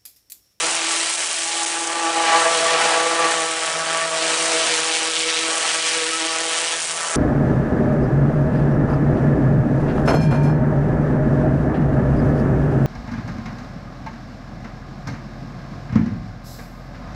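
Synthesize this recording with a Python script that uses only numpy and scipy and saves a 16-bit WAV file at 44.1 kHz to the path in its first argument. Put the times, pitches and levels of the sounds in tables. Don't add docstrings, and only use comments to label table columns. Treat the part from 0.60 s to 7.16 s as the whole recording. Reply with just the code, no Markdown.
import sys
import numpy as np
from scipy import signal
from scipy.fft import rfft, irfft, next_fast_len
from scipy.io import wavfile
from scipy.ndimage import uniform_filter1d, map_coordinates

SR = 44100
rng = np.random.default_rng(int(sys.argv[2]) if len(sys.argv) > 2 else 0)


def wrap_up_sound(samples):
    columns = np.atleast_2d(samples).T
    tamed = np.clip(columns, -1, 1)
    steps = np.round(tamed * 32767).astype(np.int16)
    wavfile.write(sys.argv[1], SR, steps)


N = 289296

# (time [s], rate [turns/s])
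JET_SPEED = [(0, 163.9), (.45, 167), (.7, 165.5), (1.1, 166.4), (2.2, 164.4), (2.6, 166), (2.9, 163),
             (3.85, 163), (4.15, 161.5), (4.35, 162.5), (4.8, 161.9), (5.2, 163), (5.45, 162.4),
             (6.56, 165.6)]
# (time [s], level [dB])
ROAR_LEVEL = [(0, -28), (.44, -29.5), (.52, -32.5), (.86, -33), (1.3, -30), (1.56, -26), (1.69, -21),
              (1.8, -21.5), (1.97, -25), (2.1, -22), (2.41, -21.5), (2.48, -25), (2.62, -22.5),
              (2.82, -24.5), (2.9, -30), (3.35, -27.5), (3.6, -28.5), (4.02, -26), (4.1, -28.5),
              (4.78, -33), (5.03, -26.5), (5.12, -30), (5.56, -31.5), (5.66, -29.5), (6.3, -33.5),
              (6.45, -28), (6.56, -29.5)]
# (frequency [Hz], half-width [Hz], offset [dB], gain with lean [dB/dB], extra gain with roar [dB/dB])
PANEL_MODES = [(167, 33, 0.5, 0.5, 0), (322.4, 28, 1, 1, 0), (481, 28, 0.8, -1, 0.05),
               (659.6, 33, -0.3, -0.95, 0), (815, 54, -0.5, 1, 0), (1173, 79, 0, -0.1, 0.25)]
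# (time [s], level [dB])
BOOM_LEVEL = [(0, -53), (.68, -75), (1.4, -62), (1.7, -53), (2.84, -49.5), (2.96, -59), (3.18, -47.5),
              (4.2, -52), (4.34, -61), (4.9, -55.5), (6.1, -61), (6.3, -50), (6.56, -60)]
# (time [s], level [dB], lean towards mode 2 [dB])
DRONE_LEVEL = [(0, -37, -5), (.28, -47, 8), (.72, -51, 2), (1.04, -43, 3), (1.7, -32, -1),
               (2.15, -35, -7.5), (2.38, -31, -4), (2.6, -30.5, -3), (3.2, -46, -3.5), (3.5, -41, -2.5),
               (3.95, -35, -2.5), (4.1, -40.5, -2.5), (4.55, -37.5, -2), (5.2, -41.5, -1.5),
               (5.42, -35, -4.5), (5.6, -38.5, 1), (6.06, -41, -3.5), (6.24, -51, -4), (6.56, -48.5, -3)]
# (time [s], level over the roar [dB], lean from mode 4 to mode 5 [dB])
WHINE_LEVEL = [(0, -10, -2), (.25, -14.5, 3), (.78, -14, -3), (.92, -8, 7), (1.45, -5, 4),
               (1.73, -1.5, 3.5), (2.0, -5.5, -5), (2.2, -5.5, 2.5), (2.7, -6, 1), (3.2, -10, -4.5),
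               (3.53, -6, -7.5), (3.75, -16.5, -8.5), (4.02, -9, -7), (4.14, -22, -4), (4.3, -8, 4),
               (4.78, -18, -4), (4.96, -8.5, -1), (5.5, -22, -4), (5.64, -7, 0.5), (6.2, -15, -3),
               (6.56, -17, -5)]
# (frequency [Hz], relative level [dB])
RUMBLE_SPECTRUM = [(30, -11), (100, 0), (220, -0.5), (500, -28.5), (2000, -70)]
# (time [s], slap over roar [dB], relative throb depth [0-1])
JET_BITE = [(0, -6, .3), (1.3, -3, 0.32), (1.72, 0.5, 0.1), (2.2, -2, .05), (3.4, 1, 0.53), (3.9, -7, 0.2),
            (4.4, -1, 0.63), (5.25, 1, 0.3), (5.68, 7.5, .6), (6.25, -8, 0.66), (6.56, 0.5, 0.63)]
# (frequency [Hz], relative level [dB])
ROAR_SPECTRUM = [(30, -47.5), (100, -32), (250, -15.5), (400, -6.5), (700, 1.3), (1200, -0.5), (2000, -2.5),
                 (3500, -12), (8000, -25.5)]
# (frequency [Hz], relative level [dB])
SLAP_SPECTRUM = [(300, -32), (700, -0.5), (1000, -13), (1300, 3.5), (1900, -3), (3000, -10.5),
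                 (5000, -20.5), (10000, -22)]
# (harmonic [multiple of the rotation rate], relative level [dB])
BUZZ_HARMONICS = [(6, 3), (7, -1), (8, 4), (9, -2.5), (10, 2), (11, 0.5), (12, -0.5), (13, -8), (14, -8),
                  (15, -5), (16, -8), (18, -3)]
# (time [s], relative level [dB])
SPRAY_ENVELOPE = [(0, -26), (.45, -25.5), (.52, -28.5), (1.05, -27), (1.3, -31.5), (1.68, -24.5),
                  (2.38, -23.5), (2.5, -27.5), (2.9, -27.5), (3.52, -28.5), (3.62, -25), (4.15, -22),
                  (4.38, -24.5), (4.86, -23.5), (4.93, -26.5), (5.3, -22.5), (5.5, -26), (6.1, -26),
                  (6.56, -34)]
# (frequency [Hz], relative level [dB])
SPRAY_SPECTRUM = [(200, -33), (700, -36), (1500, -10), (2200, -0.5), (3000, 0.5), (4200, -2), (6000, -6),
                  (10000, -17.5)]
# (time [s], relative level [dB])
MIST_ENVELOPE = [(0.0, -27), (0.04, -26), (0.96, -26.5), (1.38, -32), (1.88, -28), (3.48, -31),
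                 (3.82, -26.5), (4.78, -30.5), (4.88, -27.5), (5.8, -30.5), (5.9, -28), (6.42, -29.5),
                 (6.56, -25)]
# (frequency [Hz], relative level [dB])
MIST_SPECTRUM = [(1000, -34), (3500, -11), (5500, -1), (7500, 2.5), (9000, 2), (10000, -1)]
# (frequency [Hz], level [dB])
PUMP_TONES = [(74.5, -85), (146, -66.5), (722, -65)]
# (frequency [Hz], time to decay by 60 dB [s])
YARD_DECAY = [(200, 0.44), (2000, 0.2), (10000, 0.06)]
# (time [s], depth [dB], half-width [s])
WATER_DIPS = [(0.567, 6, .005), (.86, 2.5, 0.032), (1.056, 23, 0.0022)]


def amp(db):
    return 10 ** (np.asarray(db) / 20)


def unit(x):
    return x / np.sqrt(np.mean(x ** 2) + 1e-20)


def along(points, hz):
    freqs, values = np.transpose(points)
    return np.interp(np.log(hz + 1), np.log(freqs), values)


def curves(rows):
    times, *columns = np.transpose(rows)
    return [np.interp(np.arange(N) / SR, times, column) for column in columns]


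def wobble(rate):
    coarse = np.arange(0, N + 32, 32)
    knots = rng.standard_normal(int(N * rate / SR) + 4)
    return np.interp(np.arange(N), coarse, map_coordinates(knots, [coarse * rate / SR]))


def filtered(x, response):
    size = 2 * next_fast_len((N + SR // 2) // 2)
    return irfft(rfft(x, size) * response(np.fft.rfftfreq(size, 1 / SR)), size)[:N]


def coloured(x, spectrum):
    def response(hz):
        cepstrum = irfft(np.log(amp(along(spectrum, hz))))
        half = len(cepstrum) // 2
        return np.exp(rfft(np.r_[cepstrum[0], 2 * cepstrum[1:half]], 2 * half))
    return unit(filtered(x, response))


def impulses(at, sizes):
    taps = np.floor(at).astype(int)[:, None] + np.arange(-7, 9)
    offset = taps - at[:, None]
    shape = np.sinc(offset) * np.sinc(offset / 8)
    return np.bincount(np.clip(taps, 0, N).ravel(), (sizes[:, None] * shape).ravel(), N + 1)[:N]


def blows(turns, jitter_s, scatter_db):
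    at = np.interp(np.arange(1, int(turns[-1])), turns, np.arange(N))
    timing, force = rng.standard_normal((len(at), 2)).T
    return impulses(at + jitter_s * SR * timing, amp(scatter_db * np.clip(force, -2, 2)))


def hull(hits, roar_db, waver_db=2):
    boom = curves(BOOM_LEVEL)[0], 0
    drone = curves(DRONE_LEVEL)
    whine_db, whine_lean = curves(WHINE_LEVEL)
    whine = roar_db + whine_db, whine_lean
    force_db = roar_db - roar_db.mean()
    rumble_db = roar_db - 36.5 + .4 * force_db
    out = amp(rumble_db) * coloured(rng.standard_normal(N), RUMBLE_SPECTRUM)
    drives = [boom, drone, drone, whine, whine, whine]
    for (hz, half_width, db, swing, grows), (level_db, lean_db) in zip(PANEL_MODES, drives):
        def resonance(f):
            damping = 2j * f * half_width
            return (damping / (hz * hz - f * f + damping)) ** 2
        mode_db = db + level_db + swing * lean_db + grows * force_db + waver_db * wobble(22)
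        out += amp(mode_db) * unit(filtered(hits, resonance))
    return out


def turbulence(patchy_db):
    spectra = signal.stft(rng.standard_normal(N), nperseg=512)[2]
    patches = uniform_filter1d(rng.standard_normal(spectra.shape), size=7, axis=0)
    patches = uniform_filter1d(patches, size=16, axis=1)
    return unit(signal.istft(spectra * amp(patchy_db * unit(patches)), nperseg=512)[1][:N])


def throb(turns, depth, sharpness):
    burst = np.exp(sharpness * np.cos(2 * np.pi * turns))
    depth = np.clip(depth, 0, 1)
    return np.sqrt(1 - depth + depth * burst / burst.mean())


def impact(turns, hits, roar_db, slap_db, depth):
    roar = coloured(turbulence(patchy_db=1.0) * throb(turns, depth * 0.39, sharpness=1.2), ROAR_SPECTRUM)
    slaps = amp(-4.0) * coloured(hits, SLAP_SPECTRUM) + amp(-0.6) * buzz(turns)
    bite = amp(slap_db)
    blend = (roar + bite * slaps) / np.sqrt(1 + bite ** 2)
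    return amp(roar_db + 0.42 + 0.84 * wobble(14)) * blend


def buzz(turns):
    out = np.zeros(N)
    for multiple, db in BUZZ_HARMONICS:
        answer = wobble(45) + 1j * wobble(45)
        out += amp(db) * np.real(answer * np.exp(2j * np.pi * multiple * turns))
    return unit(out)


def grit(per_second):
    at = N * rng.random(int(per_second * N / SR))
    return unit(impulses(at, np.ones(len(at))))


def spray(turns, depth):
    spatter = turbulence(patchy_db=0.98) + amp(-14.5) * grit(per_second=1300)
    level_db = curves(SPRAY_ENVELOPE)[0] + 0.22 + 0.5 * wobble(14) + 0.76 * wobble(110)
    return amp(level_db) * coloured(spatter * throb(turns, depth * 0.84, sharpness=2.4), SPRAY_SPECTRUM)


def mist(turns, depth, lag_turns=.17):
    puffs_db = 0.68 * wobble(14) + 1.48 * wobble(150)
    hiss = turbulence(patchy_db=0.6) * throb(turns - lag_turns, depth * 1.42, sharpness=1.2)
    return amp(curves(MIST_ENVELOPE)[0] + 4.5 + puffs_db) * coloured(hiss, MIST_SPECTRUM)


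def water(turns, hits, roar_db):
    slap_db, depth = curves(JET_BITE)
    surge = amp(0.44 * wobble(30) + 0.44 * wobble(150))
    return surge * (impact(turns, hits, roar_db, slap_db, depth) + spray(turns, depth) + mist(turns, depth))


def pump(seconds):
    return sum(np.sqrt(2) * amp(db + 2.1 * wobble(2.2)) * np.sin(2 * np.pi * hz * seconds)
               for hz, db in PUMP_TONES)


def yard(x):
    hz, t, spectra = signal.stft(rng.standard_normal(SR // 2), SR, nperseg=256)
    decay = amp(-60 * t / along(YARD_DECAY, hz)[:, None])
    tail = signal.istft(spectra * decay, SR, nperseg=256)[1]
    return signal.fftconvolve(x, tail / np.linalg.norm(tail))[:N]


def dips():
    t = np.arange(N) / SR
    return amp(-sum(db * np.exp(-((t - at) / half_width) ** 2) for at, db, half_width in WATER_DIPS))


def scene():
    (speed,), (roar_db,) = curves(JET_SPEED), curves(ROAR_LEVEL)
    turns = np.cumsum(speed * (1 + .006 * wobble(35))) / SR
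    hits = blows(turns, jitter_s=.00004, scatter_db=3.5)
    pump_s = np.cumsum(1 + 0.0025 * wobble(6.7)) / SR
    strokes = 1 + 0.073 * np.sin(2 * np.pi * PUMP_TONES[0][0] * pump_s)
    wash = dips() * strokes * water(turns, hits, roar_db)
    return (hull(hits, roar_db) + wash + amp(-16) * yard(wash) + pump(pump_s))[None]


def record(dry):
    cutoff_hz, edge_hz = 10100, 100
    return filtered(dry[0], lambda hz: np.clip((cutoff_hz - hz) / edge_hz + .5, 0, 1))[None]


dry = scene()
out = record(dry)
wrap_up_sound(out)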